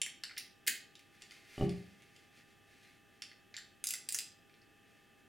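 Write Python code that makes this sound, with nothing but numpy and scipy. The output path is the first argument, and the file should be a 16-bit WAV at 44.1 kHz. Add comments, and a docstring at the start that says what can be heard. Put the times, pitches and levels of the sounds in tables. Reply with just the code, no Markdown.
"""A steel socket is pushed onto a small ratchet and set on a bolt of a starter motor; the pawl then
clicks through two short back-swings. Each contact is a tiny crack with a hand-damped ring.
Before the socket meets the bolt, the motor is lifted and rocks on the wooden bench with dull thuds.
Fingers rub over the metal. Close and almost centred, in a small live workshop
with soft air and a faint electrical whine."""
import sys
import numpy as np
from scipy import signal
from scipy.fft import rfft, irfft
from scipy.io import wavfile
from scipy.ndimage import uniform_filter1d

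SR = 44100
rng = np.random.default_rng(int(sys.argv[2]) if len(sys.argv) > 2 else 0)


def store_pcm(level_fs):
    """Save levels as 16-bit WAV."""
    pcm = np.round(np.clip(level_fs, -1, 1) * 32767).astype(np.int16)
    wavfile.write(sys.argv[1], SR, np.atleast_2d(pcm).T)


N = 232829
TIME = np.arange(N) / SR

# edges of the four bands that colour a steel crack: f/Hz
CRACK_BAND_EDGES = [1500, 2500, 5500, 10000, 16500]
# steel parts knocking together: t/s, then relative level/dB in each crack band, low to high
SOCKET_KNOCKS = [(0.0163, -43, -30.5, -29.5, -51), (0.0625, -44.5, -58, -45, -54),
                 (0.2359, -44.5, -35.5, -43.5, -57), (0.2762, -70, -59, -68, -78),
                 (0.295, -52, -60, -68, -76), (0.3105, -51.5, -60, -69, -81), (0.366, -61, -50, -72, -88),
                 (0.3712, -46, -48, -62, -74), (0.3782, -51, -38, -55, -47),
                 (0.3804, -49, -40.5, -38.5, -42.5), (0.6662, -47, -51, -45.5, -46),
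                 (0.6726, -49, -33, -42, -43), (0.6752, -44, -32, -30.5, -28.5),
                 (0.6785, -31, -34, -29, -33), (0.6795, -42.5, -38, -31, -35),
                 (0.9538, -71, -51.5, -60, -79), (0.9928, -62, -60, -63, -69), (1.2205, -62, -49, -52, -71),
                 (1.3093, -61, -51, -62.5, -70), (1.3185, -58.5, -66, -61, -75),
                 (1.6935, -58, -47.5, -53.5, -72), (2.021, -64, -63, -66, -81), (2.163, -71, -58, -64, -80),
                 (3.2208, -50, -38.5, -46, -63), (3.3148, -57, -58.5, -76, -80),
                 (3.3292, -69, -71, -77, -80), (3.5413, -49, -47.5, -66, -75), (3.552, -63, -62, -68, -85),
                 (3.5662, -60, -41, -45, -65), (3.5765, -48, -50, -57, -74), (3.5855, -64, -56, -59, -65),
                 (4.4955, -65, -68, -85, -93), (4.5405, -70, -63.5, -79, -94),
                 (4.6172, -80, -63.5, -79, -91)]
# hand-damped ring of socket and extension: f/Hz, width/Hz, lift/dB
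SOCKET_RING = [(2020, 222, 9), (2660, 34, 3.5), (3100, 260, 2.5), (4396, 86, 8.5), (5710, 106, -2.5),
               (7340, 176, 10), (8120, 49.3, 8.5), (9200, 55, -7), (10500, 67, 6), (12400, 89, 2)]
# the pawl dropping off a tooth: t/s, then relative level/dB in each crack band, low to high
PAWL_CLICKS = [(3.84, -47, -40.5, -31.5, -40), (3.8702, -67, -39, -32, -37), (3.8885, -54.5, -45, -37, -42),
               (3.9066, -55, -38.5, -33.5, -38), (3.9372, -48, -40.5, -35.5, -44),
               (4.0884, -51.5, -39, -33.5, -41), (4.1234, -66, -45, -33.5, -42),
               (4.1452, -49, -41.5, -29.5, -41), (4.1478, -51, -53.5, -35.5, -42),
               (4.1874, -50, -36, -34, -40.5)]
# ring of the ratchet head: f/Hz, width/Hz, lift/dB
RATCHET_RING = [(1990, 86, 17.5), (2890, 300, -3.5), (4964, 107, 11.5), (5690, 110, 4), (6100, 48, 1),
                (6440, 94, 5.5), (7510, 74, 16), (7900, 40, 8), (9040, 50, 6), (9980, 55, 2),
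                (11320, 130, 8)]
# the motor rocking on the bench: t/s, relative level/dB, contact time/ms
MOTOR_BUMPS = [(1.5797, -39.5, 0.44), (1.588, -50, 3.5), (1.5988, -36.5, 1.36), (1.6107, -29.5, 0.71),
               (1.6236, -26, 1.26), (1.6324, -26, 2.76), (1.6383, -41.5, 0.67), (1.671, -47, 1.1),
               (1.689, -43, 0.73)]
# ring of bench top and motor housing: f/Hz, relative level/dB, t60/s
BENCH_RING = [(140.2, -10.5, 0.23), (178.8, -9.5, 0.38), (200.5, -12.5, 0.51), (279.6, -0.5, 0.079),
              (342.3, -8, 0.3), (396.5, -3, 0.16), (528, -18, 0.23), (581, -7.5, 0.15), (717, -8, 0.06),
              (770, -13, 0.096), (1149, -8.5, 0.032), (2960, 2.5, 0.042)]
# fingers sliding over metal, one envelope per gesture: t/s, relative level/dB
RUB_ENVELOPES = [
    [(1.05, -82), (1.1, -83), (1.14, -72.5), (1.2, -77), (1.22, -63), (1.24, -70), (1.29, -74), (1.32, -65),
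     (1.43, -72.5), (1.62, -59), (1.68, -75), (1.7, -67), (1.73, -66.5), (1.86, -74), (1.99, -75),
     (2.03, -72.5), (2.12, -78), (2.16, -72.5), (2.31, -83.5), (2.38, -67.5), (2.44, -89), (2.51, -73.5),
     (2.55, -89), (2.67, -81), (2.7, -71.5), (2.8, -74), (2.83, -69), (3.02, -104), (3.18, -77)],
    [(4.42, -96), (4.532, -97), (4.544, -79), (4.6, -91), (4.622, -82), (4.672, -94.5), (4.764, -98),
     (4.772, -81), (4.814, -99), (4.886, -77), (5.168, -106), (5.202, -76.5), (5.214, -102), (5.28, -98)],
]
# tone of the rubbing: f/Hz, relative level/dB
RUB_SPECTRUM = [(1200, -7), (2000, 11.5), (3000, 2.5), (5000, 0), (7500, -6), (11000, -9), (16000, -21)]
# early reflections off the bench and near things: t/s, relative level/dB
NEAR_ECHOES = [(.0029, -8), (.0063, -19), (.0077, -11), (.0103, -22), (0.0168, -14)]
# workshop decay: f/Hz, t60/s
WORKSHOP_DECAY = [(150, 0.58), (1000, 0.43), (2000, 0.38), (4500, 0.42), (7500, 0.23), (11000, 0.32),
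                  (16000, 0.18)]
# tone of the room air and hiss: f/Hz, relative level/dB
AIR_SPECTRUM = [(20, -8), (60, -5.5), (110, 0.5), (230, 1), (420, 0.5), (500, -7.5), (720, -9), (950, -17),
                (1400, -13.5), (1750, -4), (2200, -13.5), (3200, -9), (4000, -20), (16000, -24.5)]
# stereo image of the air: f/Hz, left-right correlation (0 wide, 1 mono)
AIR_CORRELATION = [(60, 0.4), (200, 0.44), (640, 0.36), (1500, 0.9), (3100, 0.97), (6800, 0.93), (15000, 0)]
# electrical hum and whine: f/Hz, relative level/dB
WHINE_TONES = [(102.3, -82), (667.5, -88.5), (802.1, -78), (1200, -79.5), (1270, -90.5), (1470, -91),
               (1776, -79), (2600, -76.5)]


def steel_clicks(contacts, modes, crack_s, body_db):
    """Each contact is a short crack, coloured by where it lands, that sets the steel ringing."""
    t, cracks = np.arange(1024) / SR, np.zeros(N)
    envelope = (1 - np.exp(-t / 0.00016)) * np.exp(-t / crack_s)
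    for start_s, *levels_db in contacts:
        crack = rng.standard_normal(len(t)) * envelope
        for db, low, high in zip(levels_db, CRACK_BAND_EDGES, CRACK_BAND_EDGES[1:]):
            add(cracks, start_s, from_db(db) * unit_rms(band(crack, low, high)))
        # the whole tool recoils in the hand with a faint low knock
        recoil = unit_rms(band(crack, 150, 530, order=2))
        add(cracks, start_s, from_db(levels_db[0] + body_db) * recoil)
    ring = sum((from_db(lift) - 1) * resonance(cracks, hz, width) for hz, width, lift in modes)
    return cracks + ring


def motor_on_bench():
    """The heavy motor pushes the board; the longer a contact lasts, the duller its thud."""
    t, force = np.arange(1024) / SR, np.zeros(N)
    for start_s, db, contact_ms in MOTOR_BUMPS:
        rise_s = contact_ms / 1000 / (2 * np.pi)
        push = t * np.exp(-t / rise_s)
        add(force, start_s, from_db(db) * push / push.sum())
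    t = TIME[:SR]
    ring = sum(from_db(db - 60 * t / t60) * np.sin(2 * np.pi * hz * t) for hz, db, t60 in BENCH_RING)
    return signal.fftconvolve(force, ring)[:N]


def finger_rub(grain_db):
    """Skin catches and slips on the metal in dense tiny grains."""
    grains = rng.standard_normal(N)
    grains *= from_db(grain_db * np.minimum(rng.exponential(1, N), 5))
    pressure = np.zeros(N)
    for gesture in RUB_ENVELOPES:
        times, levels_db = np.transpose(gesture)
        pressure += np.interp(TIME, times, from_db(levels_db), left=0, right=0)
    return pressure * coloured(grains, RUB_SPECTRUM)


def workshop(x, tail_db, echo_gain_db, correlation, build_s):
    """Direct sound, a few near echoes, then a diffuse tail whose treble dies first."""
    t = TIME[:int(0.7 * SR)]
    edges_hz = np.geomspace(70, 18000, 13)
    noise, tail = rng.standard_normal((2, 2, len(t))), 0
    for k, (low, high) in enumerate(zip(edges_hz, edges_hz[1:])):
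        t60 = at_hz(WORKSHOP_DECAY, np.sqrt(low * high))
        tail += band(noise[k % 2], low, high, order=2) * from_db(-60 * t / t60)
    bloom = 1 - np.exp(-(t / build_s) ** 2)
    tail = stereo(*(tail * bloom), correlation)
    response = from_db(tail_db) * unit_rms(tail) / np.sqrt(len(t))
    response[:, 0] += 1   # direct sound
    for delay_s, db in NEAR_ECHOES:
        response[:, int(delay_s * SR)] += from_db(db + echo_gain_db)
    return signal.fftconvolve(x[None], response, axes=1)[:, :N]


def electrical_whine(waver_hz):
    """A few thin electrical tones, each wavering slightly in pitch."""
    whine = np.zeros(N)
    for hz, db in WHINE_TONES:
        waver = waver_hz * unit_rms(uniform_filter1d(rng.standard_normal(N), size=2000))
        whine += from_db(db) * np.sin(2 * np.pi * np.cumsum(hz + waver) / SR)
    return whine


def room_air():
    """A steady bed of air and hiss, wide in the lows and at the very top, narrow in between."""
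    mid, side = rfft(rng.standard_normal((2, N)))
    correlation = at_hz(AIR_CORRELATION, np.fft.rfftfreq(N, 1 / SR))
    return coloured(irfft(stereo(mid, side, correlation), N), AIR_SPECTRUM)


def from_db(db):
    """Decibels to gain."""
    return 10 ** (np.asarray(db) / 20)


def unit_rms(x):
    """Scale to unit rms."""
    return x / np.sqrt(np.mean(x ** 2) + 1e-20)


def at_hz(points, hz):
    """Read a table on a log-frequency axis."""
    f, value = np.transpose(points)
    return np.interp(np.log(np.maximum(hz, 1)), np.log(f), value)


def band(x, low, high, order=3):
    """Band-pass between two edges in Hz."""
    return signal.sosfilt(signal.butter(order, [low, high], "band", fs=SR, output="sos"), x)


def coloured(x, spectrum):
    """EQ noise with a spectrum, at unit rms."""
    gain = from_db(at_hz(spectrum, np.fft.rfftfreq(N, 1 / SR)))
    return unit_rms(irfft(rfft(x) * gain, N))


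def stereo(mid, side, correlation):
    """Mid and side to left and right; more correlation, narrower image."""
    return np.sqrt(1 + correlation) * mid + np.sqrt(1 - correlation) * side * np.array([[1], [-1]])


def add(track, start_s, sound):
    """Mix a sound in at its cue."""
    start = int(start_s * SR)
    track[start:start + len(sound)] += sound[:N - start]


def resonance(x, hz, width):
    """Two-pole resonance with unity gain at its peak."""
    r = np.exp(-np.pi * width / SR)
    gain = (1 - r * r) / 2
    feedback = [1, -2 * r * np.cos(2 * np.pi * hz / SR), r * r]
    return signal.lfilter([gain, 0, -gain], feedback, x + 1e-18)


def scene():
    """Tools and hands a touch right of centre, the drier bench thuds centred, room tone underneath."""
    socket = steel_clicks(SOCKET_KNOCKS, SOCKET_RING, crack_s=0.00096, body_db=-18)
    ratchet = steel_clicks(PAWL_CLICKS, RATCHET_RING, crack_s=0.00087, body_db=-14)
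    handling = from_db(-11.5) * (socket + ratchet) + from_db(1.5) * finger_rub(grain_db=4.5)
    tools = workshop(handling, tail_db=-3, echo_gain_db=3, correlation=0.89, build_s=0.0063)
    thuds = workshop(motor_on_bench(), tail_db=-8.5, echo_gain_db=-17.5, correlation=0.87, build_s=0.014)
    room_tone = from_db(-66.5) * room_air() + from_db(2.5) * electrical_whine(waver_hz=2.45)
    pan = from_db([[-0.3], [0.3]])
    return tools * pan + thuds + room_tone


def record(dry):
    """A steep high cut at 16.1 kHz."""
    return signal.sosfilt(signal.ellip(10, 0.1, 80, 16100, fs=SR, output="sos"), dry)


dry = scene()
out = record(dry)
store_pcm(out)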